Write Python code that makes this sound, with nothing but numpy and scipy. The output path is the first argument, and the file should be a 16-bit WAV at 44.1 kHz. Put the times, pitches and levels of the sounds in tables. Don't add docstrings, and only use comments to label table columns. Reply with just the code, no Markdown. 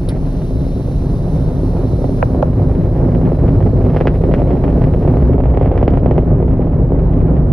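import sys
import numpy as np
from scipy import signal
from scipy.fft import rfft, irfft, next_fast_len
from scipy.io import wavfile
from scipy.ndimage import uniform_filter1d, minimum_filter1d

SR = 44100
rng = np.random.default_rng(int(sys.argv[2]) if len(sys.argv) > 2 else 0)


def log_audio(samples):
    frames = np.atleast_2d(samples).T
    limited = np.clip(frames, -1, 1)
    pcm = np.round(limited * 32767).astype(np.int16)
    wavfile.write(sys.argv[1], SR, pcm)


N = 331632

# [t/s, level/dB]
HISS_LEVEL = [(0, -51.5), (.15, -54.5), (.25, -50), (2.2, -50), (2.45, -55.5), (5.25, -57), (5.4, -66),
              (7.52, -63.5)]
# [f/Hz, level/dB per Hz]
HISS_SPECTRUM = [(900, 5), (2000, -1.5), (3200, -0.5), (4100, -2.5), (4600, -4), (5600, -2), (6200, -1),
                 (7000, -14.5), (8500, -5), (10000, -8), (12000, -8), (14000, -15), (15800, -16.5)]
# [f/Hz, width/Hz, level/dB]
HISS_TONES = [(3660, 120, -16.5), (3950, 160, -11), (4290, 140, -14), (4700, 100, -20), (5120, 130, -18.5),
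              (8900, 60, -21), (9600, 70, -22.5), (10100, 100, -20.5), (10600, 60, -24)]
# [f/Hz, level/dB against the hiss]
DIFFUSE_TILT = [(900, -3), (2500, -7), (4000, -4), (5500, -4), (8000, -14.5), (15000, -20.5)]

# [t/s, level/dB, crack/dB, snap/dB, nominal contact/ms]
KNOCKS = [(2.2265, 8, 8, -29.5, .15), (2.4258, 6, -12.5, -17.5, 0.85), (2.4293, 2, -19.5, -25, 0.99)]
# [f/Hz, level/dB, 60 dB decay/s]
KNOCK_MODES = [(520, -11, 0.022), (618, -0.5, 0.016), (780, -3, 0.01), (980, -7, 0.012), (1325, -9, 0.013),
               (1520, -12.5, 0.011)]
# [f/Hz, level/dB per Hz]
CRACK_SPECTRUM = [(700, -23), (1200, -1), (1600, 4), (2050, -4), (2450, 3), (2900, -7), (3800, -35.5),
                  (6500, -51.5), (9000, -70)]
# [f/Hz, level/dB per Hz]
SNAP_SPECTRUM = [(1500, -19), (2400, -8.5), (3100, 7.5), (3800, -6.5), (4800, -6), (5400, -14.5),
                 (6000, -5.5), (7000, -30.5), (8500, -21), (11000, -22)]
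# [f/Hz, level/dB, 60 dB decay/s]
TICK_MODES = [(1440, -38.5, 0.12), (3920, -22, 0.008), (10000, -24.5, 0.0063)]
# [f/Hz, level/dB]
RATTLE_SPECTRUM = [(1500, -32), (2500, -4), (4000, -4), (5700, -8.5), (6800, -35), (8000, -30), (8900, 1),
                   (9700, -1), (11000, -9), (12500, -31.5)]

# [t/s, rumble level/dB, roar level/dB, crackle activity/dB]
JET_LEVELS = [(0.0, -19.5, -18, -46.5), (0.23, -17.5, -20, -49), (0.46, -20, -19, -49),
              (1.25, -16.5, -18, -51), (2.16, -19, -13.5, -50), (2.7, -17, -14, -47),
              (3.2, -15, -12.5, -45.5), (3.8, -17.5, -10, -45.5), (3.94, -14.5, -11.5, -41.5),
              (4.19, -16.5, -13, -43), (4.44, -19.5, -11.5, -43.5), (4.79, -14, -11.5, -47),
              (5.25, -17, -13, -48), (5.7, -15, -12.5, -46.5), (6.24, -17, -12.5, -52),
              (6.8, -15.5, -13, -48.5), (7.52, -11.5, -14.5, -51.5)]
# [f/Hz, level/dB per Hz]
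RUMBLE_SPECTRUM = [(8.8, -37.5), (15, -21.5), (35, 0.5), (54, -2), (91, -5.5), (151, -3), (200, -9),
                   (260, -34.5), (440, -120)]
# [t/s, level/dB]
THROB_LEVEL = [(0, -34), (1, -34.5), (2, -28), (3, -29), (3.5, -24), (4.3, -24), (4.7, -21), (5.3, -16),
               (6.3, -16.5), (6.8, -19), (7.52, -19)]
# [f/Hz, level/dB per Hz]
ROAR_SPECTRUM = [(35, -25.5), (60, -11.5), (86, 2.5), (125, 0.5), (156, -6), (213, -10.5), (263, -8),
                 (305, -9), (348, -11.5), (450, -20.5), (589, -21.5), (965, -34), (3050, -64),
                 (3960, -86.5), (6710, -120)]
# [t/s, level/dB]
ROAR_BRIGHTNESS = [(0, 1), (.7, 0.5), (1.5, 2.5), (2.2, 0), (3, 1), (4, -1.5), (5, 1.5), (5.8, 1.5),
                   (6.5, 0.5), (7, 1.5), (7.52, 2.5)]
# [f/Hz, level/dB per Hz]
BODY_SPECTRUM = [(60, -19.5), (130, 0), (200, 6.5), (280, 8.5), (400, 10), (600, 6.5), (800, 0.5),
                 (1100, -13), (1600, -29.5), (2500, -47), (4000, -84)]
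# [f/Hz, level/dB per Hz]
EDGE_SPECTRUM = [(700, -26.5), (1000, -4.5), (1400, 3), (1800, 2.5), (2300, -3), (2800, -7), (3300, -11.5),
                 (3750, -20.5), (4200, -21.5), (5300, -25), (6500, -39), (7200, -56), (12000, -81.5)]
# [t/s, peak of body/dB, peak of edge/dB]
STRONG_FRONTS = [(0.416, -20, -34.5), (1.766, -15, -41), (2.041, -8.5, -32.5), (2.346, -11, -36),
                 (2.497, -22, -42), (2.53, -19.5, -36.5), (2.695, -15.5, -36.5), (2.749, -24, -32),
                 (3.004, -20.5, -40), (3.083, -13, -43.5), (3.148, -15, -25), (3.212, -12.5, -35),
                 (3.274, -12.5, -41.5), (3.318, -7, -37.5), (3.346, -18, -36), (3.387, -17, -35.5),
                 (3.479, -22.5, -26.5), (3.488, -11.5, -29.5), (3.604, -9.5, -31.5), (3.625, -18.5, -29),
                 (3.66, -10.5, -34), (3.864, -12.5, -38), (3.946, -12.5, -29.5), (3.962, -5.5, -20),
                 (3.968, -14, -16.5), (4.003, -12, -21.5), (4.009, -4.5, -16.5), (4.015, -19.5, -31.5),
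                 (4.054, -6.5, -31.5), (4.071, 1, -3.5), (4.073, -13.5, -22), (4.237, -7.5, -26.5),
                 (4.286, -12.5, -37.5), (4.311, -10.5, -30), (4.338, -5.5, -13), (4.344, -25.5, -24),
                 (4.417, -7.5, -28), (4.472, -11.5, -38.5), (4.485, -16, -33.5), (4.505, -11, -25.5),
                 (4.529, -13, -32.5), (4.564, -29.5, -37), (4.638, -7.5, -22), (4.644, -16, -33),
                 (4.678, -9.5, -26), (4.7, -17.5, -33.5), (4.725, -21.5, -36), (4.755, -19.5, -38),
                 (4.777, -13, -38.5), (4.817, -8, -24), (4.839, -14, -20.5), (4.869, -14.5, -39.5),
                 (4.937, -14.5, -24), (5.025, -14, -31), (5.05, -9, -34), (5.076, -5.5, -24.5),
                 (5.094, -24, -35.5), (5.137, -11.5, -31.5), (5.169, -7.5, -27.5), (5.201, -13.5, -33.5),
                 (5.222, -14.5, -28.5), (5.332, -15, -27.5), (5.38, -9.5, -32.5), (5.402, -8.5, -29),
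                 (5.436, -10.5, -27.5), (5.455, -8, -28.5), (5.5, -16.5, -30), (5.539, -11.5, -30.5),
                 (5.572, -4.5, -20), (5.611, -3.5, -24.5), (5.626, -15, -26), (5.645, -16.5, -30.5),
                 (5.658, -7.5, -24.5), (5.674, -11.5, -29), (5.714, -8, -27), (5.724, -15.5, -34.5),
                 (5.754, -15, -34.5), (5.776, -16, -18.5), (5.812, -10, -28.5), (5.827, -1.5, -22.5),
                 (5.878, -2, -14.5), (5.888, -25, -37), (5.894, -18, -38.5), (5.935, -12.5, -26.5),
                 (5.949, -22.5, -30.5), (5.972, -6, -23), (6.031, -16.5, -35.5), (6.059, -4.5, -23),
                 (6.11, -4, -21), (6.155, -15, -36), (6.179, -2.5, -19.5), (6.184, -12, -42),
                 (6.222, -16.5, -39), (6.402, -14.5, -43), (6.425, -10, -32.5), (6.479, -17.5, -33),
                 (6.531, -16, -37.5), (6.669, -15, -38.5), (6.721, -22.5, -42.5), (6.919, -9, -39.5),
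                 (6.99, -22, -31), (7.177, -21, -41.5), (7.366, -16.5, -31.5)]
# [f/Hz, width/Hz, depth 0-1, held to .95 at most]
SITE_DIPS = [(85, 11, 1), (181, 34, 0.32), (311, 18, 0.8), (747, 9.9, 1)]

# [f/Hz, level/dB]
PORT_DIFFERENCE = [(60, 0), (300, -0.15), (500, -0.5), (740, -7.5), (1130, 0.5), (1700, -.5)]
# [f/Hz, phase/rad]
PORT_LEAD = [(30, 0.31), (150, -0.16), (520, -0.4), (860, 0.3), (1640, 0.24), (2410, 0.32)]
# [f/Hz, level/dB]
TREE_SCATTER = [(40, -37), (70, -35), (120, -17.5), (200, -21.5), (300, -23.5), (500, -16), (750, -10.5),
                (1100, -8.5), (1700, -13.5), (4000, -23)]

TOP_HZ = 15800
MARGIN = SR // 4
SIZE = next_fast_len(N + 2 * MARGIN)
HZ = np.maximum(np.arange(SIZE // 2 + 1) * SR / SIZE, 1)

WAVER_DB = 1.5
HISS_LAG_S, HISS_ALIKE_HZ = 0.00017, 4570
TICK_S = .0885
RATTLE_S, RATTLE_DB = 0.0097, -20
SCRAPE_S, SCRAPE_DB, SCRAPE_HZ = 0.03, -26.5, 1800
EDGE_LATE_S, CRACK_LATE_S = .0009, .0008

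GROWL_PER_S, GROWL_SPREAD_DB = 160, 6
GROWL_DB, GROWL_HZ, GROWL_WIDTH_HZ = -12, 344, 483
THROB_HZ, THROB_WIDTH_HZ, BRIGHT_HZ = 62.3, 22, 190
SMALL_TAIL_S, SMALL_TAIL_DB = 0.0008, -3.5
POPS_PER_S, POPS_FROM_S = 30, 1.5
POP_DB, POP_SPREAD_DB, POP_EDGE_DB = -19, 4.5, -24.5
FULL_DB, POP_PER_DB = -42.5, 1.5
TAIL_S, TAIL_RISE_S = 0.0073, .004
TAIL_DB, TAIL_PER_EDGE_DB = -7, -0.29
BODY_RAGGED_DB = -4
SLAP_S, SLAP_DB, SLAP_HZ, SLAP_FROM_S = 0.0245, -7.5, 2690, 4.3
ECHO_S, ECHO_GAIN, ECHO_HZ = 0.00912, -0.24, 530
BANK_S, BANK_GAIN, BANK_LOW_HZ, BANK_HIGH_HZ = 0.01173, 0.39, 136, 320
CEILING, LEAN = .96, .22


def undb(db):
    return 10 ** (np.asarray(db) / 20)


def unit(x):
    return x / np.sqrt(np.mean(x ** 2))


def over_hz(table):
    hz, value = np.transpose(table)
    return np.interp(np.log(HZ), np.log(np.maximum(hz, 1)), value)


def over_time(table):
    s, *columns = np.transpose(table)
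    return [np.interp(np.arange(N) / SR, s, column) for column in columns]


def shape(x, response):
    padding = [(0, 0)] * (x.ndim - 1) + [(MARGIN, MARGIN)]
    wide = np.pad(x, padding, mode="reflect")
    return irfft(rfft(wide, SIZE) * response, SIZE)[..., MARGIN:MARGIN + N]


def resonance(hz, width):
    return 1 / (1 + (2 * (HZ - hz) / width) ** 2)


def noise(table):
    return unit(shape(rng.standard_normal(N), undb(over_hz(table))))


def walk(rate):
    k = int(SR / rate)
    steps = np.repeat(rng.standard_normal(N // k + 1), k)
    return unit(uniform_filter1d(uniform_filter1d(steps, k), k)[:N])


def machine():
    level_db, = over_time(HISS_LEVEL)
    hiss = noise(HISS_SPECTRUM) * undb(.7 * walk(30))
    for hz, width, db in HISS_TONES:
        tone = unit(shape(rng.standard_normal(N), resonance(hz, width)))
        hiss += undb(db + WAVER_DB * walk(8)) * tone
    diffuse = shape(noise(HISS_SPECTRUM), undb(over_hz(DIFFUSE_TILT)))
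    return undb(level_db) * hiss, undb(level_db) * diffuse


def ring(blows, modes):
    t = np.arange(SR // 5) / SR
    body = sum(undb(db) * np.sin(2 * np.pi * hz * t) * 1000. ** (-t / t60) for hz, db, t60 in modes)
    return signal.fftconvolve(blows, body)[:N]


def knocks():
    blows, cracks, snaps = np.zeros((3, N))
    for s, db, crack_db, snap_db, contact_ms in KNOCKS:
        i = int(s * SR)
        push = np.hanning(int(contact_ms * SR / 1000) + 3)
        blows[i:i + len(push)] = undb(db) * push / push.sum()
        cracks[i], snaps[i] = undb(crack_db), undb(snap_db)
    radiated = 1 / (1 + (450 / HZ) ** 8) / (1 + (HZ / 1800) ** 6)
    crack_gain = unit(undb(over_hz(CRACK_SPECTRUM)))
    contact = shape(cracks, crack_gain * np.exp(-2j * np.pi * HZ * CRACK_LATE_S))
    contact += shape(snaps, unit(undb(over_hz(SNAP_SPECTRUM))))
    return shape(ring(blows, KNOCK_MODES), radiated) + contact


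def tick():
    click, shake, scrape = np.zeros((3, N))
    t, i = np.arange(SR // 10) / SR, int(TICK_S * SR)
    click[i] = 1
    rattle = np.minimum(t / 0.0051, 1) * np.exp(-t / RATTLE_S) * rng.standard_normal(len(t))
    shake[i:i + len(t)] = undb(RATTLE_DB) * rattle
    scrape_swell = t / SCRAPE_S * np.exp(-2 * t / SCRAPE_S)
    scrape[i:i + len(t)] = undb(SCRAPE_DB) * scrape_swell * rng.standard_normal(len(t)) ** 3
    scrape = shape(scrape, 1 / (1 + (2 * (HZ - SCRAPE_HZ) / 1200) ** 4))
    return ring(click, TICK_MODES) + shape(shake, undb(over_hz(RATTLE_SPECTRUM))) + scrape


def random_clicks(per_s, spread_db):
    when, size = rng.random((int(per_s * N / SR), 2)).T
    clicks = np.zeros(N)
    np.add.at(clicks, (when * N).astype(int), undb(spread_db * np.minimum(-np.log(size), 3.5)))
    return clicks


def growl():
    pops = random_clicks(GROWL_PER_S, GROWL_SPREAD_DB)
    return unit(shape(pops, 1 / (1 + (2 * (HZ - GROWL_HZ) / GROWL_WIDTH_HZ) ** 4)))


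def turbulence(rumble_db, roar_db):
    deep = noise(RUMBLE_SPECTRUM) * undb(rumble_db)
    throb = unit(shape(rng.standard_normal(N), resonance(THROB_HZ, THROB_WIDTH_HZ)))
    deep += throb * undb(over_time(THROB_LEVEL)[0])
    roar = noise(ROAR_SPECTRUM) * undb(roar_db + 1.0 * walk(25))
    upper = shape(roar, 1 / (1 + (BRIGHT_HZ / HZ) ** 4))
    roar += upper * (undb(over_time(ROAR_BRIGHTNESS)[0] + 1.3 * walk(20)) - 1)
    return deep + roar + growl() * undb(roar_db + GROWL_DB)


def burst(length_s, tail_db):
    t = np.arange(SR // 20) / SR
    tail = np.minimum(t / TAIL_RISE_S, 1) * np.exp(-t / length_s) * rng.standard_normal(len(t)) ** 3
    tail *= undb(tail_db) / np.sqrt(np.sum(tail ** 2))
    tail[0] = 1
    return tail


def fronts(body, edge):
    body_gain, edge_gain = undb(over_hz(BODY_SPECTRUM)), undb(over_hz(EDGE_SPECTRUM))
    edge = shape(edge, edge_gain / edge_gain.mean() * np.exp(-2j * np.pi * HZ * EDGE_LATE_S))
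    lined_up = np.clip((np.arange(N) / SR - SLAP_FROM_S) / .2, 0, 1)
    slap = shape(edge * lined_up, np.exp(-2j * np.pi * HZ * SLAP_S) / (1 + (SLAP_HZ / HZ) ** 8))
    return shape(body, body_gain / body_gain.mean()) + edge + undb(SLAP_DB) * slap


def small_fronts(activity_db, cluster_db):
    clicks = random_clicks(900, 2.5)
    fade = np.exp(-1 / (SMALL_TAIL_S * SR))
    tail_power = signal.lfilter([1 - fade], [1, -fade], clicks ** 2)
    tails = np.sqrt(tail_power) * rng.standard_normal(N)
    smeared = clicks - clicks.mean() + undb(SMALL_TAIL_DB) * tails
    return unit(smeared) * undb(activity_db + cluster_db * walk(70))


def middling_pops(activity_db):
    count = int(POPS_PER_S * (N / SR - POPS_FROM_S))
    when = rng.uniform(POPS_FROM_S * SR / N, .99, count)
    body_chance, edge_chance = np.clip(rng.standard_normal((count, 2)), -2, 2).T
    activity = activity_db[(when * N).astype(int)]
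    body_db = POP_DB + POP_PER_DB * (activity - FULL_DB) + POP_SPREAD_DB * body_chance
    edge_db = body_db + POP_EDGE_DB + POP_SPREAD_DB * edge_chance
    return list(zip(when * N / SR, body_db, edge_db))


def crackle(activity_db, small_db=-3, small_edge_db=-18, cluster_db=4.0):
    small = small_fronts(activity_db, cluster_db)
    body, edge = small * undb(small_db), small * undb(small_edge_db)
    for s, body_db, edge_db in STRONG_FRONTS + middling_pops(activity_db):
        ragged, i = burst(TAIL_S, TAIL_DB + TAIL_PER_EDGE_DB * edge_db), int(s * SR)
        edge[i:i + len(ragged)] += undb(edge_db) * ragged
        body[i:i + len(ragged)] += undb(body_db + BODY_RAGGED_DB) * ragged
        body[i] += undb(body_db)
    return fronts(body, edge)


def site_response():
    ground = ECHO_GAIN * np.exp(-2j * np.pi * HZ * ECHO_S) / (1 + (HZ / ECHO_HZ) ** 2)
    bank_band = 1 / (1 + (HZ / BANK_HIGH_HZ) ** 4) / (1 + (BANK_LOW_HZ / HZ) ** 4)
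    site = 1 + ground + BANK_GAIN * np.exp(-2j * np.pi * HZ * BANK_S) * bank_band
    for hz, width, depth in SITE_DIPS:
        site *= 1 - min(depth, .95) * resonance(hz, width)
    return site


def rocket():
    rumble_db, roar_db, activity_db = over_time(JET_LEVELS)
    return shape(turbulence(rumble_db, roar_db) + crackle(activity_db), site_response())


def scene():
    hiss, diffuse = machine()
    near = hiss + tick()
    far = knocks() + rocket()
    half = np.sqrt(undb(over_hz(PORT_DIFFERENCE)) * np.exp(1j * over_hz(PORT_LEAD)))
    lag = np.exp(1j * np.pi * HISS_LAG_S * (np.maximum(HZ, 3200) - HISS_ALIKE_HZ))
    t = np.arange(SR // 10) / SR
    tail = rng.standard_normal(len(t)) * np.exp(-t / .012)
    tail_phase = np.exp(1j * np.angle(rfft(tail, SIZE)))
    scatter = walk(53) * shape(far, undb(over_hz(TREE_SCATTER)) * tail_phase)
    side = diffuse + scatter
    left = shape(far, half) + shape(near, lag) + side
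    right = shape(far, 1 / half) + shape(near, 1 / lag) - side
    return np.array([left, right])


def record(dry, turns=1.6, squeeze=0.43):
    deep = shape(dry, 1 / (1 + (HZ / 70) ** 4))
    deep_power = uniform_filter1d(np.mean(deep ** 2, axis=0), SR // 30)
    swing = np.sqrt(np.abs(deep_power) + 1e-5)
    even = dry + deep * ((swing / 0.19) ** -squeeze - 1)
    phase = 2 * np.pi * turns * (HZ / TOP_HZ - np.log((HZ + 40) / TOP_HZ))
    late = shape(even, np.exp(1j * phase))
    bass = shape(late.mean(axis=0), 1 / (1 + (HZ / 250) ** 4))
    late += LEAN * (bass ** 2 - uniform_filter1d(bass ** 2, SR // 20))
    want = np.minimum(1, CEILING / np.maximum(np.abs(late).max(axis=0), 1e-9))
    hold = int(.004 * SR)
    gain = minimum_filter1d(want, hold)
    gain = uniform_filter1d(uniform_filter1d(gain, hold // 2), hold // 2)
    low_pass = signal.ellip(8, .1, 40, TOP_HZ, fs=SR, output="sos")
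    return signal.sosfiltfilt(low_pass, late * gain)


dry = scene()
out = record(dry)
log_audio(out)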